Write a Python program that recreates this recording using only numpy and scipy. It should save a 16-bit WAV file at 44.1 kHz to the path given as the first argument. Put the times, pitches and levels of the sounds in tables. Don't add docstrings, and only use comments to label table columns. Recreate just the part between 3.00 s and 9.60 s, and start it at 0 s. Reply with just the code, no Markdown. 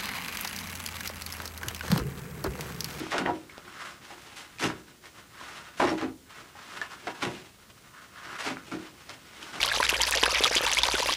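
import sys
import numpy as np
from scipy import signal
from scipy.fft import rfft, irfft
from scipy.io import wavfile

SR = 44100
rng = np.random.default_rng(int(sys.argv[2]) if len(sys.argv) > 2 else 0)


def amplitude_ratio(level_db):
    exponent = np.asarray(level_db, float) / 20
    return 10 ** exponent


def persist_wave(psi):
    counts = np.round(np.clip(psi, -1, 1) * 32767).astype(np.int16)
    wavfile.write(sys.argv[1], SR, np.atleast_2d(counts).T)


N = 291060

# start in seconds, level in dB, hardness in dB per octave.
ROLL_BLOWS = [(0.003, -26.5, -2), (0.138, -23.5, 6.5), (0.185, -24, -1), (0.205, -18.5, -1),
              (0.264, -27, -0.5), (0.284, -20.5, 6.5), (0.344, -31.5, 1), (0.655, -49, 8),
              (1.113, -43, 7.5), (1.155, -46, 0), (1.599, -30.5, -1), (1.618, -21, 4.5), (1.639, -15, -6),
              (1.66, -32, -9), (1.726, -52, -9), (2.809, -17.5, 9), (2.849, -17.5, -5), (2.915, -18, 1.5),
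              (3.019, -24, 1), (3.038, -23, -2.5), (3.96, -52, 4), (4.071, -32, 13), (4.223, -25, 1),
              (4.254, -22.5, -1), (4.274, -28, 2.5), (5.31, -47, 4), (5.459, -25, -7), (5.5, -27, -9),
              (5.716, -29, -9), (5.738, -27, -0.5), (6.09, -45, 8.5), (6.38, -45.5, -10.5),
              (6.554, -37, -10), (6.582, -33, -2)]


def rms_one(x):
    return x / np.sqrt(np.mean(x ** 2) + 1e-20)


def at_hz(points, hz):
    points_hz, values = np.transpose(points)
    return np.interp(np.log(hz + 1), np.log(points_hz), values)


def colour(x, spectrum):
    bins_hz = np.arange(N // 2 + 1) * SR / N
    return rms_one(irfft(rfft(x) * amplitude_ratio(at_hz(spectrum, bins_hz)), N))


def cut(x, hz, kind):
    sos = signal.butter(2, np.clip(hz, 20, .45 * SR), kind, fs=SR, output="sos")
    return signal.sosfilt(sos, x)


def drift(rate_hz):
    r = np.exp(-2 * np.pi * rate_hz / SR)
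    wander = signal.lfilter([1], [1, -2 * r, r * r], rng.standard_normal(N + SR))
    return rms_one(wander[SR:])


def ring(drive, hz, t60_s):
    r = amplitude_ratio(-60 / (max(t60_s, .002) * SR))
    w = 2 * np.pi * hz / SR
    return signal.lfilter([0, np.sin(w)], [1, -2 * r * np.cos(w), r * r], drive + 1e-18)


def add(out, start_s, sound):
    i = round(start_s * SR)
    out[i:i + len(sound)] += sound[:N - i]


def pawing(hollow):
    # peak time in seconds, level in dB, swell and fade in seconds per 12 dB, hollow core ring in dB.
    strokes = [(0.0, -40.5, .02, 0.071, -3), (.068, -47, .02, 0.031, -5), (.1, -47.5, 0.045, .3, -1),
               (.5, -54.5, .01, 0.089, 0), (.56, -54.5, 0.056, 0.044, 8), (.652, -55.5, 0.014, 0.28, -7),
               (.75, -50.5, 0.095, 0.12, 6), (0.819, -47, .03, 0.035, 9), (.857, -47, 0.027, .05, 7.5),
               (.91, -49.5, 0.12, 0.089, 2), (1.047, -50, 0.035, 0.06, -6.5),
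               (1.116, -52.5, 0.11, 0.16, 1.5), (1.27, -51, 0.12, 0.073, -3), (1.33, -54, 0.06, 0.14, -7),
               (1.402, -49, 0.049, 0.12, -2.5), (1.78, -55.5, 0.44, 0.073, 2),
               (1.888, -60, 0.056, 0.19, -1), (2.06, -48.5, 0.022, .03, 0), (2.198, -50.5, .06, 0.048, 1),
               (2.424, -49.5, .13, 0.12, 2), (2.49, -48, 0.09, 0.074, 2.5),
               (2.585, -46.5, 0.082, 0.066, 1.5), (2.67, -51.5, 0.058, 0.082, 2.5),
               (2.775, -53, 0.035, .12, -5), (3.305, -55, 0.014, .12, 3), (3.39, -52, 0.11, 0.14, 2.5),
               (3.502, -59.5, 0.026, 0.014, 5), (3.556, -53.5, .008, .15, 5), (3.63, -54, 0.1, .15, 0.5),
               (3.73, -51, .08, 0.12, -1), (3.786, -46, .1, 0.071, 3), (3.924, -45.5, 0.029, 0.058, 2.5),
               (4.045, -45.5, 0.041, 0.047, -3), (4.12, -50, .08, 0.02, 1), (4.18, -51, 0.087, .06, 3),
               (4.211, -43.5, 0.0051, 0.12, -1), (4.3, -45, 0.13, 0.15, -6), (4.37, -51.5, .04, 0.034, -1),
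               (4.606, -58.5, 0.045, .09, 4), (4.703, -50.5, .01, 0.0089, -4), (4.78, -58.5, .05, 0.025, 1),
               (4.84, -59, 0.048, 0.15, 1), (4.982, -57, 0.058, 0.094, 11.5), (5.03, -56, .02, .15, -4),
               (5.18, -56, 0.073, .2, 10), (5.274, -50.5, .15, .08, 3.5), (5.364, -44.5, 0.14, 0.022, 5.5),
               (5.45, -45, 0.09, 0.078, -4), (5.568, -71.5, .005, 0.063, 24), (5.71, -50, 0.078, 0.24, -19),
               (5.896, -54, 0.48, 0.027, 2), (6.012, -53.5, 0.092, 0.034, 0), (6.14, -53, 0.12, 0.075, -4),
               (6.25, -60, 0.069, 0.085, 6), (6.362, -51, 0.17, 0.09, -4),
               (6.43, -46.5, 0.043, 0.062, -1.5), (6.49, -58, 0.058, .05, -1),
               (6.546, -43.5, 0.063, 0.22, -0.5)]
    range_db, grid_s = 12, .002
    t = np.arange(0, N / SR + grid_s, grid_s)
    peak_s, db, swell_s, fade_s, core_db = np.transpose(strokes)[:, :, None]
    before = (peak_s - t) / np.maximum(swell_s, .003)
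    after = (t - peak_s) / np.maximum(fade_s, .003)
    down = np.where(t < peak_s, before, after)
    power = amplitude_ratio(db + hollow * core_db - range_db * down) ** 2
    return np.interp(np.arange(N) / SR, t, np.sqrt(power.sum(axis=0)))


def fibres(per_s, spread_db, clump_db):
    # frequency in Hz, relative level in dB per Hz.
    sheet_spectrum = [(250, -16), (450, -7), (700, -2), (1000, 0.5), (1400, -0.5), (2000, -2), (3000, -7),
                      (4500, -12.5), (7000, -18), (10000, -27), (13000, -36), (15500, -50)]
    snaps = rng.random(N) < per_s * amplitude_ratio(clump_db * drift(25)) / SR
    sizes = amplitude_ratio(spread_db * np.minimum(rng.exponential(1, N), 5))
    signs = rng.choice([-1, 1], N)
    return colour(snaps * sizes * signs, sheet_spectrum)


def paper():
    # start in seconds, level in dB, rise in seconds, length in seconds,
    # brightness in dB per octave.
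    tears = [(0.104, -30, .006, 0.022, 4.5), (0.118, -18, 0.0049, 0.1, -3.5),
             (0.178, -16.5, 0.0016, 0.018, 2), (0.253, -17.5, 0.0044, 0.04, -8.5),
             (0.796, -30, 0.013, 0.017, 2), (1.358, -34, 0.0076, 0.045, 5.5),
             (1.59, -18, 0.011, 0.055, 3.5), (1.625, -13, 0.0083, 0.035, 0.5),
             (1.7, -27.5, 0.0079, 0.023, -3.5), (2.771, -24, 0.02, 0.059, 4),
             (2.797, -10.5, 0.0013, 0.051, -5.5), (2.872, -14, 0.0048, 0.025, -3),
             (2.889, -23, 0.0038, 0.052, 1), (2.975, -23.5, 0.0025, 0.059, -1),
             (3.008, -25.5, 0.0019, 0.042, -4), (3.293, -40, 0.011, 0.022, 3),
             (3.813, -30, 0.0027, 0.047, -2), (3.904, -54, 0.015, 0.016, -9),
             (4.069, -12, 0.0032, 0.015, -4), (4.22, -10, 0.0068, 0.024, 0), (4.247, -16, .005, 0.013, 1),
             (5.381, -23.5, 0.0058, 0.097, 1.5), (5.461, -21, 0.0078, 0.043, -1.5),
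             (5.711, -24.5, 0.0021, 0.03, -1.5), (6.089, -33, 0.0042, 0.029, 1.5),
             (6.422, -35.5, 0.0043, 0.026, 4), (6.545, -32, 0.0034, .04, -1.5)]
    # frequency in Hz, drive in dB, t60 in seconds.
    core_modes = [(1096, -2.5, 0.075), (1290, 2.5, 0.047), (1443, -1.5, 0.047), (1654, -5, 0.042),
                  (1930, -5, 0.037), (2255, 4, .03)]
    core_hz, core_octaves = 1400, 0.46
    tear_crest_db = 16
    tube_db, tube_hollow = -13.5, 1.2
    sheet = fibres(per_s=6000, spread_db=2.5, clump_db=3.5)
    slope_db = 1.7 + 0.38 * drift(4.2)
    edges_hz = 250 * 2 ** np.arange(0, 6.1, .5)
    t = np.arange(SR // 4) / SR
    out = np.zeros(N)
    for k, (low, high) in enumerate(zip(edges_hz, edges_hz[1:])):
        hz = np.sqrt(low * high)
        octaves = np.log2(hz / 1500)
        hollow = np.exp(-(np.log2(hz / core_hz) / core_octaves) ** 2)
        level = pawing(hollow) * amplitude_ratio(slope_db * octaves + 0.71 * drift(21))
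        for start_s, db, rise_s, length_s, tear_slope_db in tears:
            rise = 1 - np.exp(-t / max(rise_s, .001))
            fall = np.exp(-(t / max(length_s, .005)) ** 1.44)
            add(level, start_s, amplitude_ratio(db - tear_crest_db + tear_slope_db * octaves) * rise * fall)
        band = signal.sosfilt(signal.butter(2, [low, high], "band", fs=SR, output="sos"), sheet)
        out += (-1) ** k * level * band
    tube = rms_one(sum(amplitude_ratio(db) * ring(sheet, hz, t60_s) for hz, db, t60_s in core_modes))
    return out + amplitude_ratio(tube_db) * pawing(tube_hollow) * tube


def background():
    # frequency in Hz, relative level in dB per Hz.
    floor_spectrum = [(20, -40), (35, -3.5), (64, 5.5), (101, 6), (305, 0.5), (456, -2.5), (760, -12.5),
                      (1300, -21), (2000, -13), (4000, -10.5), (8500, -12), (11500, -16.5), (13500, -19),
                      (14700, -28), (15600, -38)]
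    # frequency in Hz, rms level in dB.
    whistles = [(11100, -83), (14979, -70)]
    t = np.arange(N) / SR
    floor_level = amplitude_ratio(-57.5 + .5 * drift(3.2))
    hiss = floor_level * colour(rng.standard_normal(N), floor_spectrum)
    return hiss + sum(np.sqrt(2) * amplitude_ratio(db) * np.sin(2 * np.pi * hz * t) for hz, db in whistles)


def rocking():
    under_db, hollow_loss = -8.5, 0.27
    after_db, after_t60_s = -27, 0.51
    wander_db = 3.0
    t = np.arange(SR // 2) / SR
    level = amplitude_ratio(under_db) * pawing(-hollow_loss)
    for start_s, db, _ in ROLL_BLOWS:
        add(level, start_s, amplitude_ratio(db + after_db - 60 * t / after_t60_s))
    return level * amplitude_ratio(wander_db * drift(9.4))


def arm(rock):
    # frequency in Hz, relative drive in dB, t60 after a blow in seconds.
    arm_modes = [(61, -18, 0.38), (96, -24.5, 0.29), (120, -13.5, 0.19), (150.8, -12.5, 0.24),
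                 (172, -17, 0.36), (188, -7.5, 0.16), (220.7, -11, 0.22), (239, -1, 0.11),
                 (267.8, -1.5, 0.31), (316.8, 3, 0.2), (355.7, -4, 0.22), (375, -1, 0.18), (411, -4, 0.12),
                 (449.8, -6.5, 0.11), (520, -6, 0.08), (590, -7.5, 0.1), (717, -11.5, 0.2),
                 (832.4, -11, 0.14), (940, -25, .14), (960, -11, 0.19), (1120, -37, 0.077),
                 (1315, -16.5, 0.18)]
    blow_share_db = -13.5
    judder_s = 0.015
    t = np.arange(SR // 2) / SR
    rumble = cut(rng.standard_normal(N), 910, "low")
    murmur = sum(amplitude_ratio(db) * ring(rumble, hz, .5 * t60_s) for hz, db, t60_s in arm_modes)
    out = rock * rms_one(murmur)
    luck = rng.normal(0, 1, (len(ROLL_BLOWS), len(arm_modes)))
    for (start_s, db, hard_db), blow_luck in zip(ROLL_BLOWS, luck):
        push = t == 0
        judder = 0.037 * rng.standard_normal(len(t)) * np.exp(-t / judder_s)
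        boom = np.zeros(len(t))
        for k, ((hz, mode_db, t60_s), z) in enumerate(zip(arm_modes, blow_luck)):
            tilt_db = np.clip(hard_db, -4, 8) * np.log2(hz / 300)
            boom += (-1) ** k * amplitude_ratio(mode_db + tilt_db + 2 * z) * ring(push + judder, hz, t60_s)
        add(out, start_s, amplitude_ratio(db + blow_share_db) * cut(boom, 1950, "low"))
    return cut(out, 86, "high")


def bathroom(x):
    # frequency in Hz, t60 in seconds.
    room_t60 = [(150, 0.3), (500, 0.31), (1500, 0.15), (4000, 0.058), (12000, 0.09)]
    gap_s = .006
    t = np.arange(SR // 2) / SR
    tail = np.zeros(len(t))
    for hz in 90 * 2. ** np.arange(8):
        t60_s = at_hz(room_t60, hz)
        noise = rng.standard_normal(len(t))
        band = cut(cut(noise, hz / np.sqrt(2), "high"), hz * np.sqrt(2), "low")
        tail += band * amplitude_ratio(-60 * t / t60_s) / np.sqrt(t60_s)
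    tail /= np.sqrt(np.sum(tail ** 2))
    tail = np.r_[np.zeros(round(gap_s * SR)), tail]
    return signal.fftconvolve(x, tail)[:N]


def knocks():
    # start in seconds, level in dB, pitch of the struck spot in Hz, ring t60 in seconds,
    # click in dB relative to the ring.
    contacts = [(0.067, -27, 900, 0.0064, -9), (0.1185, -22, 1880, .02, 0),
                (0.182, -20.5, 1400, 0.012, 5.5), (.189, -19, 1270, 0.011, -19),
                (0.261, -17, 1880, 0.017, -32), (.276, -21, 795, 0.023, -28),
                (.298, -24.5, 870, 0.029, -27), (0.497, -35, 2200, 0.016, -22), (.58, -31, 550, 0.0086, 0),
                (.652, -42, 1900, 0.011, -24), (.679, -37.5, 1440, .02, -17), (1.105, -39, 810, .04, -25),
                (1.5856, -31.5, 2480, 0.011, 1), (1.627, -22, 2000, .015, 4),
                (1.7013, -24, 1300, .018, -20), (2.0563, -36, 2240, 0.0082, -2),
                (2.412, -34.5, 1046, 0.032, -6), (2.801, -13, 990, 0.043, -16),
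                (2.872, -35, 5600, .022, -9), (2.893, -30, 5500, .018, -12),
                (2.9843, -33, 2470, 0.0097, -16), (3.014, -27, 1280, .0079, -1),
                (3.5533, -41, 827, 0.055, -22), (3.8153, -21, 1740, 0.047, -1.5),
                (4.0712, -28.5, 739, 0.051, 0), (4.2245, -28, 1830, 0.015, -3),
                (5.3293, -34, 1320, 0.034, -17), (5.3886, -33, 1810, .0087, -12),
                (5.5698, -26, 1490, 0.0083, -28), (5.7215, -27, 1350, 0.013, -10),
                (6.0946, -32.5, 2200, 0.0098, 9.5), (6.429, -30, 3170, 0.0098, -2.5),
                (6.5418, -32, 880, 0.0071, -2.5)]
    neighbour_db, loss_db_per_cycle = -3, 0.43
    click = np.eye(1, SR // 8)[0]
    snap = 7.2 * cut(cut(cut(click, 2600, "high"), 4900, "low"), 6200, "low")
    out = np.zeros(N)
    spreads = rng.normal(0, 1, (len(contacts), 2))
    for (start_s, db, hz, t60_s, click_db), spread in zip(contacts, spreads):
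        side_db = neighbour_db - loss_db_per_cycle * hz * t60_s
        spot = ring(click, hz, t60_s)
        below = ring(click, 0.67 * hz * amplitude_ratio(0.87 * spread[0]), 0.64 * t60_s)
        above = ring(click, 1.714 * hz * amplitude_ratio(0.48 * spread[1]), 1.4 * t60_s)
        add(out, start_s, amplitude_ratio(db) * (spot + amplitude_ratio(side_db) * (below - above) + amplitude_ratio(click_db) * snap))
    return out


def scene():
    crisp = paper() + knocks()
    boom = arm(rocking())
    reflections = bathroom(amplitude_ratio(-8.5) * crisp + amplitude_ratio(-5.5) * boom)
    return (crisp + boom + reflections + background())[None]


def band_limit(x):
    return signal.sosfilt(signal.butter(12, 15580, fs=SR, output="sos"), x)


def record(dry):
    return band_limit(dry)


dry = scene()
out = record(dry)
persist_wave(out)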